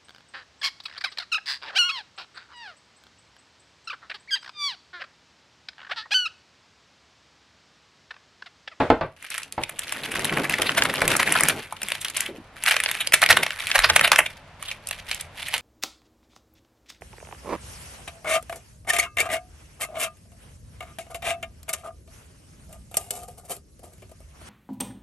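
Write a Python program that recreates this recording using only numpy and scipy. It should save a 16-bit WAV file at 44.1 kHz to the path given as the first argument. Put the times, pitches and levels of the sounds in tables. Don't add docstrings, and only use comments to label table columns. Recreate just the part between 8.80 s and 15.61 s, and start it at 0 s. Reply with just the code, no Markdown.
import sys
import numpy as np
from scipy import signal
from scipy.fft import rfft, irfft
from scipy.io import wavfile
from scipy.ndimage import uniform_filter1d

SR = 44100
rng = np.random.default_rng(int(sys.argv[2]) if len(sys.argv) > 2 else 0)


def store_pcm(level_fs):
    pcm = np.round(np.clip(level_fs, -1, 1) * 32767).astype(np.int16)
    wavfile.write(sys.argv[1], SR, np.atleast_2d(pcm).T)


N = 300321

# (pitch [Hz], relative level per Hz [dB])
BACKGROUND_COLOUR = [(15, -33), (25, -5.5), (97, 0.5), (361, -16.5), (641, -12), (2310, -20),
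                     (10800, -46.5), (13000, -51)]
# (time [s], level [dB])
BACKGROUND_LEVEL = [(0, -31.5), (.4, -64), (1, -51.5), (3.6, -48.5), (5.5, -46.5), (6.81, -45)]
# (time [s], drive level [dB], burst t60 [s])
JAR_KNOCKS = [(0.002, -10, 0.15), (0.101, 0.5, 0.034), (0.21, -12.5, 0.095), (0.778, -15.5, 0.072),
              (2.218, -13, 0.081)]
# (pitch [Hz], relative level per Hz [dB])
KNOCK_COLOUR = [(41, -52), (70, 1), (572, 3.5), (1140, -2.5), (2040, -12), (4490, -28.5), (7000, -61.5),
                (9100, -88), (15400, -120)]
# (pitch [Hz], relative level per Hz [dB])
RUMBLE_COLOUR = [(15, -38), (25, -9), (54, -12.5), (144, 2), (426, -0.5), (560, -5), (1200, -12),
                 (1560, -11.5), (2640, -120)]
# (time [s], level [dB])
RUMBLE_LEVEL = [(.3, -66), (.95, -48.5), (1.3, -39), (1.6, -30), (2.2, -31), (2.72, -31), (2.85, -50.5),
                (3.4, -50.5), (3.8, -58), (4.45, -47), (4.55, -30.5), (4.75, -64.5), (5.1, -42.5),
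                (5.4, -38.5), (5.5, -67), (6.81, -70)]
# (start [s], end [s], drive at start [dB], drive at end [dB])
HANDLING_SPELLS = [(0.395, .49, -43.5, -43), (0.527, 0.645, -29.5, -38.5), (0.734, 0.727, -47, -42),
                   (0.814, 0.943, -39, -48.5), (1.0, 2.698, -33, -25), (2.727, 2.996, -28, -51.5),
                   (2.992, 3.155, -42.5, -25.5), (3.23, 3.306, -35, -35.5), (3.365, 3.462, -29, -34.5),
                   (3.5, 3.585, -64, -44.5), (3.77, 3.824, -43.5, -34), (3.877, 4.275, -21, -39),
                   (4.37, 4.36, -24, -28), (4.446, 4.442, -17, -36), (4.505, 4.852, -33, -31.5),
                   (4.892, 5.37, -27.5, -30.5), (5.47, 5.595, -35, -57), (5.828, 5.913, -41.5, -37),
                   (6.083, 6.197, -42.5, -40), (6.305, 6.436, -27.5, -44), (6.567, 6.77, -35, -35.5)]
# (time [s], pitch [Hz])
CRACKLE_CENTRE = [(0, 2320), (1, 2340), (2.6, 2040), (3, 2360), (5.4, 2040), (5.6, 2580)]
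# (time [s], panel level [dB], panel pitch [Hz], treble level [dB])
CREASE_SNAPS = [(0.426, -36, 2240, -36), (.449, -36, 2510, -40), (0.5029, -37, 2140, -28),
                (0.58, -26.5, 2300, -24), (0.5422, -29.5, 2150, -33), (0.632, -29, 2460, -32),
                (0.7239, -32, 2280, -27.5), (.836, -20, 2660, -21), (0.8944, -29.5, 2430, -27.5),
                (0.992, -30, 3300, -19), (1.1236, -22.5, 1770, -19), (1.2351, -28.5, 2500, -35.5),
                (1.3543, -26.5, 1650, -47), (1.394, -25, 1650, -23), (1.446, -19.5, 2060, -20),
                (1.4525, -23.5, 2480, -16.5), (1.6963, -17.5, 2400, -21.5), (1.8195, -14, 2420, -16),
                (1.893, -13, 1750, -39), (2.0221, -10, 2120, -34), (2.036, -29, 1990, -21),
                (2.1395, -20, 1620, -23.5), (2.181, -24.5, 2490, -41), (2.2792, -14.5, 2310, -12),
                (2.316, -20.5, 1890, -30), (2.3527, -15, 1500, -26), (2.4301, -14, 1990, -23),
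                (2.5235, -15, 1950, -11), (2.6078, -15.5, 1880, -11.5), (2.6351, -14, 1790, -11),
                (2.686, -14, 2200, -9.5), (2.9248, -24.5, 1170, -29.5), (3.018, -26.5, 2660, -28),
                (3.032, -30, 2670, -20), (3.0853, -24.5, 2650, -25), (3.103, -27, 2480, -33),
                (3.1196, -17, 2480, -21.5), (3.2481, -21.5, 3100, -23.5), (3.284, -27, 3340, -28),
                (3.3, -41, 2830, -27), (3.3693, -30, 2420, -16.5), (3.4065, -23, 2740, -15.5),
                (3.463, -26, 2700, -33), (3.8376, -22.5, 2110, -19), (3.9102, -14.5, 2140, -20),
                (3.942, -19, 1870, -35), (3.9659, -13.5, 2450, -24), (4.0021, -15, 2200, -22),
                (4.0374, -19, 2550, -17.5), (4.0607, -15, 2200, -34), (4.1139, -19.5, 2540, -19.5),
                (4.273, -17.5, 3230, -19), (4.323, -16, 2380, -24), (4.419, -15.5, 2600, -19),
                (4.49, -12.5, 2160, -17.5), (4.528, -11, 2600, -30), (4.462, -12, 2570, -22),
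                (4.6649, -18, 2050, -36), (4.706, -20.5, 2440, -42), (4.87, -20.5, 2670, -24.5),
                (4.9151, -14, 2570, -32), (4.9906, -10, 2020, -14.5), (4.981, -18, 2300, -35),
                (5.001, -19, 2300, -24), (5.1942, -12, 2210, -40), (5.2111, -10.5, 1830, -14),
                (5.318, -4, 1980, -16), (5.36, -11.5, 2320, -25), (5.404, -15.5, 1500, -28),
                (5.8263, -31, 2800, -27), (5.9141, -23.5, 2630, -49), (6.072, -48, 1920, -24.5),
                (6.088, -34, 2630, -25), (6.1111, -22, 2430, -22.5), (6.314, -19, 2840, -40),
                (6.3464, -53, 2920, -25), (6.4102, -38.5, 3540, -25.5), (6.6278, -26.5, 2340, -33),
                (6.74, -17.5, 2500, -24), (6.78, -24.5, 2420, -42)]
# (peak time [s], panel level [dB], panel pitch [Hz], treble level [dB], fall t60 [s])
CREASE_CRUMPLES = [(1.319, -25.5, 2200, -27, 0.03), (1.496, -20.5, 2200, -48, .024),
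                   (1.526, -21.5, 2000, -35, 0.021), (1.5723, -16, 1720, -27, 0.028),
                   (1.6522, -20.5, 1580, -32, .025), (1.7396, -14.5, 2100, -44, 0.031),
                   (1.87, -20.5, 2320, -30, 0.075), (1.979, -13, 1970, -19, 0.058),
                   (2.0537, -15, 1890, -25, 0.03), (2.1003, -22.5, 1920, -46, 0.031),
                   (2.2188, -12, 1990, -23, 0.027), (2.3672, -29, 2150, -14.5, 0.023),
                   (2.3998, -13.5, 1930, -29, 0.042), (2.4749, -15, 1930, -24.5, 0.048),
                   (2.5573, -14, 1470, -22, .036), (3.216, -33.5, 3440, -27, 0.042),
                   (4.2099, -20, 2800, -22.5, 0.043), (4.3396, -4, 2430, -5, 0.025),
                   (4.4291, -9.5, 1730, -24, .028), (4.5075, -6, 1740, -16, 0.055),
                   (4.5714, -8, 1800, -16.5, 0.018), (4.633, -13.5, 1980, -20, 0.025),
                   (4.957, -8.5, 1610, -18, 0.046), (5.044, -8, 1750, -24.5, 0.052),
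                   (5.1006, -8.5, 2080, -20, 0.024), (5.1635, -4, 2180, -9.5, .027),
                   (5.2468, -9.5, 1980, -19.5, 0.071), (5.2768, -14.5, 2320, -23, 0.022),
                   (5.332, -12, 1500, -26, 0.064), (5.3894, -5.5, 1840, -13, 0.03),
                   (5.463, -19.5, 2750, -29, 0.02), (5.8862, -28.5, 3050, -30.5, 0.064),
                   (6.332, -30.5, 2830, -41, .05), (6.685, -28, 2480, -29.5, 0.027),
                   (6.744, -19.5, 2570, -31, 0.08)]
# (time [s], left minus right [dB])
BAG_LEAN = [(0, -0.7), (2.6, .5), (4, -0.7), (6.81, -1.8)]
# (time [s], drive level [dB], pitch [Hz], t60 [s])
SOFT_BUMPS = [(3.487, -25.5, 370, 0.11), (3.546, -33, 350, 0.1), (3.582, -27.5, 282, 0.047),
              (4.497, -29, 91, 0.21), (4.975, -24, 34.5, 0.17), (5.041, -23, 71, 0.28),
              (5.113, -33, 113, 0.36), (6.275, -33.5, 49.6, .2)]

CRACK_DB, CRACK_T60_S = -27.5, 0.012
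KITCHEN_T60_S, WALL_CUT_HZ = 0.2, 6600
BAG_ECHO_DB, KNOCK_ECHO_DB = -14, -6
CRACKLES = 6000
SWELL_DB_PER_S, FADE_DB_PER_S, REST_DB = 399, 330, -61.5
SNAP_RISE_T60_S, SNAP_FALL_T60_S = 0.0046, 0.016
CRUMPLE_RISE = 0.71
GENTLE_NARROWS = 1.0357
GIVE_DB = 14
NEIGHBOUR_DB, NEIGHBOUR_OCTAVES = -4, 0.64
PORT_RING_HZ, PORT_RING_Q = 10300, 3.5
PORT_TURN_RAD, PORT_APART_HZ = 0.85, 3500
MAINS_HZ, NOTCH_WIDTH_HZ = 60, 24.7
CUTOFF_HZ = 13200


def from_db(db):
    return 10 ** (np.asarray(db) / 20)


def rms_one(x):
    return x / np.sqrt(np.mean(x ** 2) + 1e-20)


def butter(x, hz, kind, order=2):
    return signal.sosfilt(signal.butter(order, hz, kind, fs=SR, output="sos"), x)


def coloured(x, tone):
    hz, db = np.transpose(tone)
    grid = np.arange(N // 2 + 1) * SR / N + 1
    gain = from_db(np.interp(np.log(grid), np.log(hz), db))
    return irfft(rfft(x) * gain, N)


def ports(hz_apart):
    mid, side = rng.standard_normal((2, N))
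    difference = butter(side, hz_apart, "high", order=1) + from_db(-27) * side
    return mid + difference * [[1], [-1]]


def background_noise():
    level_db = np.interp(np.arange(N) / SR, *np.transpose(BACKGROUND_LEVEL))
    return from_db(level_db) * rms_one(coloured(ports(4900), BACKGROUND_COLOUR))


def knocks():
    t, envelope, edge = np.arange(N) / SR, np.zeros(N), np.zeros(N)
    for s, drive_db, t60 in JAR_KNOCKS:
        envelope += (t >= s) * from_db(drive_db - 4.0 - 60 * np.abs(t - s) / t60)
        edge += (t >= s) * from_db(drive_db + CRACK_DB - 60 * np.abs(t - s) / CRACK_T60_S)
    crack = edge * rms_one(butter(ports(6400), [1200, 4500], "band"))
    soft_attack = butter(envelope, 290, "low")
    return soft_attack * rms_one(coloured(ports(7700), KNOCK_COLOUR)) + crack


def kitchen(x):
    t = np.arange(SR // 2) / SR
    tail = butter(ports(7900)[:, :len(t)], WALL_CUT_HZ, "low", order=1)
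    tail = tail * from_db(-60 * t / KITCHEN_T60_S) * (t > .004)
    return signal.fftconvolve(x.mean(0)[None], rms_one(tail) / np.sqrt(len(t)))[:, :N]


def rumble():
    lumps = rms_one(butter(rng.standard_normal(N), 16, "low"))
    level_db = np.interp(np.arange(N) / SR, *np.transpose(RUMBLE_LEVEL), left=-70)
    level_db = level_db + 4.35 * np.clip(lumps, -2, 2)
    return from_db(level_db) * rms_one(coloured(ports(6000), RUMBLE_COLOUR))


def handling_db(at):
    spells = []
    for start, end, first_db, last_db in HANDLING_SPELLS:
        slide = np.interp(at, [start, end], [first_db, last_db])
        swell = SWELL_DB_PER_S * np.maximum(start - at, 0)
        fade = FADE_DB_PER_S * np.maximum(at - end, 0)
        spells.append(slide - swell - fade)
    return np.maximum(np.max(spells, axis=0), REST_DB)


def resonance(f, hz, q):
    return 1j * f / hz / q / (1 - (f / hz) ** 2 + 1j * f / hz / q)


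def loudest(x, size):
    power = uniform_filter1d(irfft(x, size) ** 2, size=132)
    return np.sqrt(power.max(1, keepdims=True))


def buckles(s, panel_db, panel_hz, bright_db, rise_t60, fall_t60, panel_q, skirt_q, spiky_db, size):
    top = size // 3
    t, f = (np.arange(size) - top) / SR, np.arange(size // 2 + 1) * SR / size
    draw = rng.standard_normal((len(s), 2 * size + 1))
    t60 = np.where(t < 0, rise_t60[:, None], fall_t60[:, None])
    draw[:, top], draw[:, size + top] = from_db(GIVE_DB), 0
    slip_db = spiky_db * draw[:, size:-1] - 60 * np.abs(t) / t60
    slips = rfft(draw[:, :size] * from_db(slip_db))

    pitch = panel_hz[:, None]
    panel = resonance(f, pitch, panel_q) * resonance(f, pitch, skirt_q)
    whole_bag = from_db(-9.5 + 0.72 * (panel_db + 11.0))[:, None] * resonance(f, 580, 1.48) ** 2
    neighbour_hz = pitch * 2 ** (NEIGHBOUR_OCTAVES * draw[:, :1])
    neighbour = from_db(NEIGHBOUR_DB) * resonance(f, neighbour_hz, 4.6)
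    film = slips * (panel - whole_bag - neighbour)
    port = slips * (resonance(f, PORT_RING_HZ, PORT_RING_Q) + 0.15) * resonance(f, 5020, 1.0)
    sound = film / loudest(film, size) * from_db(panel_db)[:, None]
    sound = sound + port / loudest(port, size) * from_db(bright_db)[:, None]

    at = (np.round(s * SR).astype(int)[:, None] + np.arange(size)).ravel()
    turn = PORT_TURN_RAD * draw[:, -1:] / (1 + (PORT_APART_HZ / (f + 1)) ** 2)
    out = []
    for side in (1, -1):
        heard = irfft(sound * np.exp(-1j * side * turn), size)
        out.append(np.bincount(at, heard.ravel(), N + size)[top:N + top])
    return np.array(out)


def crackle():
    draw = rng.random((CRACKLES, 4))
    clumps = rms_one(butter(rng.standard_normal(N), 25.6, "low"))
    at = draw[:, 0] * (N - 1) / SR
    clump = clumps[(at * SR).astype(int)]
    base_db = handling_db(at) - 12 - 2.6 * np.log(draw[:, 1] + 0.01)
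    bright_db = base_db - 9.0 + 4.1 * clump + 9 * (draw[:, 2] - .5)
    panel_db = base_db + 4.46 * clump
    pitch_hz = np.interp(at, *np.transpose(CRACKLE_CENTRE)) * 2.05 ** (draw[:, 3] - .5)
    rise_t60, fall_t60 = np.full(CRACKLES, 0.00065), np.full(CRACKLES, 0.0067)
    return buckles(at, panel_db, pitch_hz, bright_db, rise_t60, fall_t60,
                   panel_q=2.48, skirt_q=0.14, spiky_db=-2.0, size=384)


def creases():
    snaps = [(*row, SNAP_RISE_T60_S, SNAP_FALL_T60_S) for row in CREASE_SNAPS]
    crumples = [(*row, CRUMPLE_RISE * fall, fall) for *row, fall in CREASE_CRUMPLES]
    rows = np.transpose(snaps + crumples)
    narrow = GENTLE_NARROWS ** -rows[1][:, None]
    return buckles(*rows, panel_q=1.15 * narrow, skirt_q=0.12 * narrow, spiky_db=6.0, size=4096)


def bumps():
    out, t = np.zeros(N), np.arange(SR // 2) / SR
    for s, drive_db, hz, t60 in SOFT_BUMPS:
        noise = rms_one(butter(rng.standard_normal(SR), [hz / 1.3, hz * 1.3], "band"))
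        noise = noise[SR // 2:]
        envelope = np.minimum(2 * hz * t, 1) * from_db(drive_db - 1.0 - 60 * t / t60)
        out[round(s * SR):][:len(t)] += noise * envelope
    return out


def scene():
    lean_db = np.interp(np.arange(N) / SR, *np.transpose(BAG_LEAN)) / 2
    bag = (creases() + crackle()) * from_db([lean_db, -lean_db])
    blows = knocks()
    echoes = kitchen(from_db(BAG_ECHO_DB) * bag + from_db(KNOCK_ECHO_DB) * blows)
    return bag + blows + echoes + bumps() + (rumble() + background_noise())


def record(dry):
    for k in range(1, 9):
        hz = k * MAINS_HZ
        dry = signal.lfilter(*signal.iirnotch(hz, hz / NOTCH_WIDTH_HZ, SR), dry)
    overloaded = np.clip(dry, -1, 1)
    softened = butter(overloaded, 12300, "low", order=3)
    cut = butter(softened, 15800, "low", order=16)
    return signal.sosfilt(signal.cheby2(6, 14, CUTOFF_HZ, fs=SR, output="sos"), cut)


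dry = scene()
out = record(dry)
store_pcm(out)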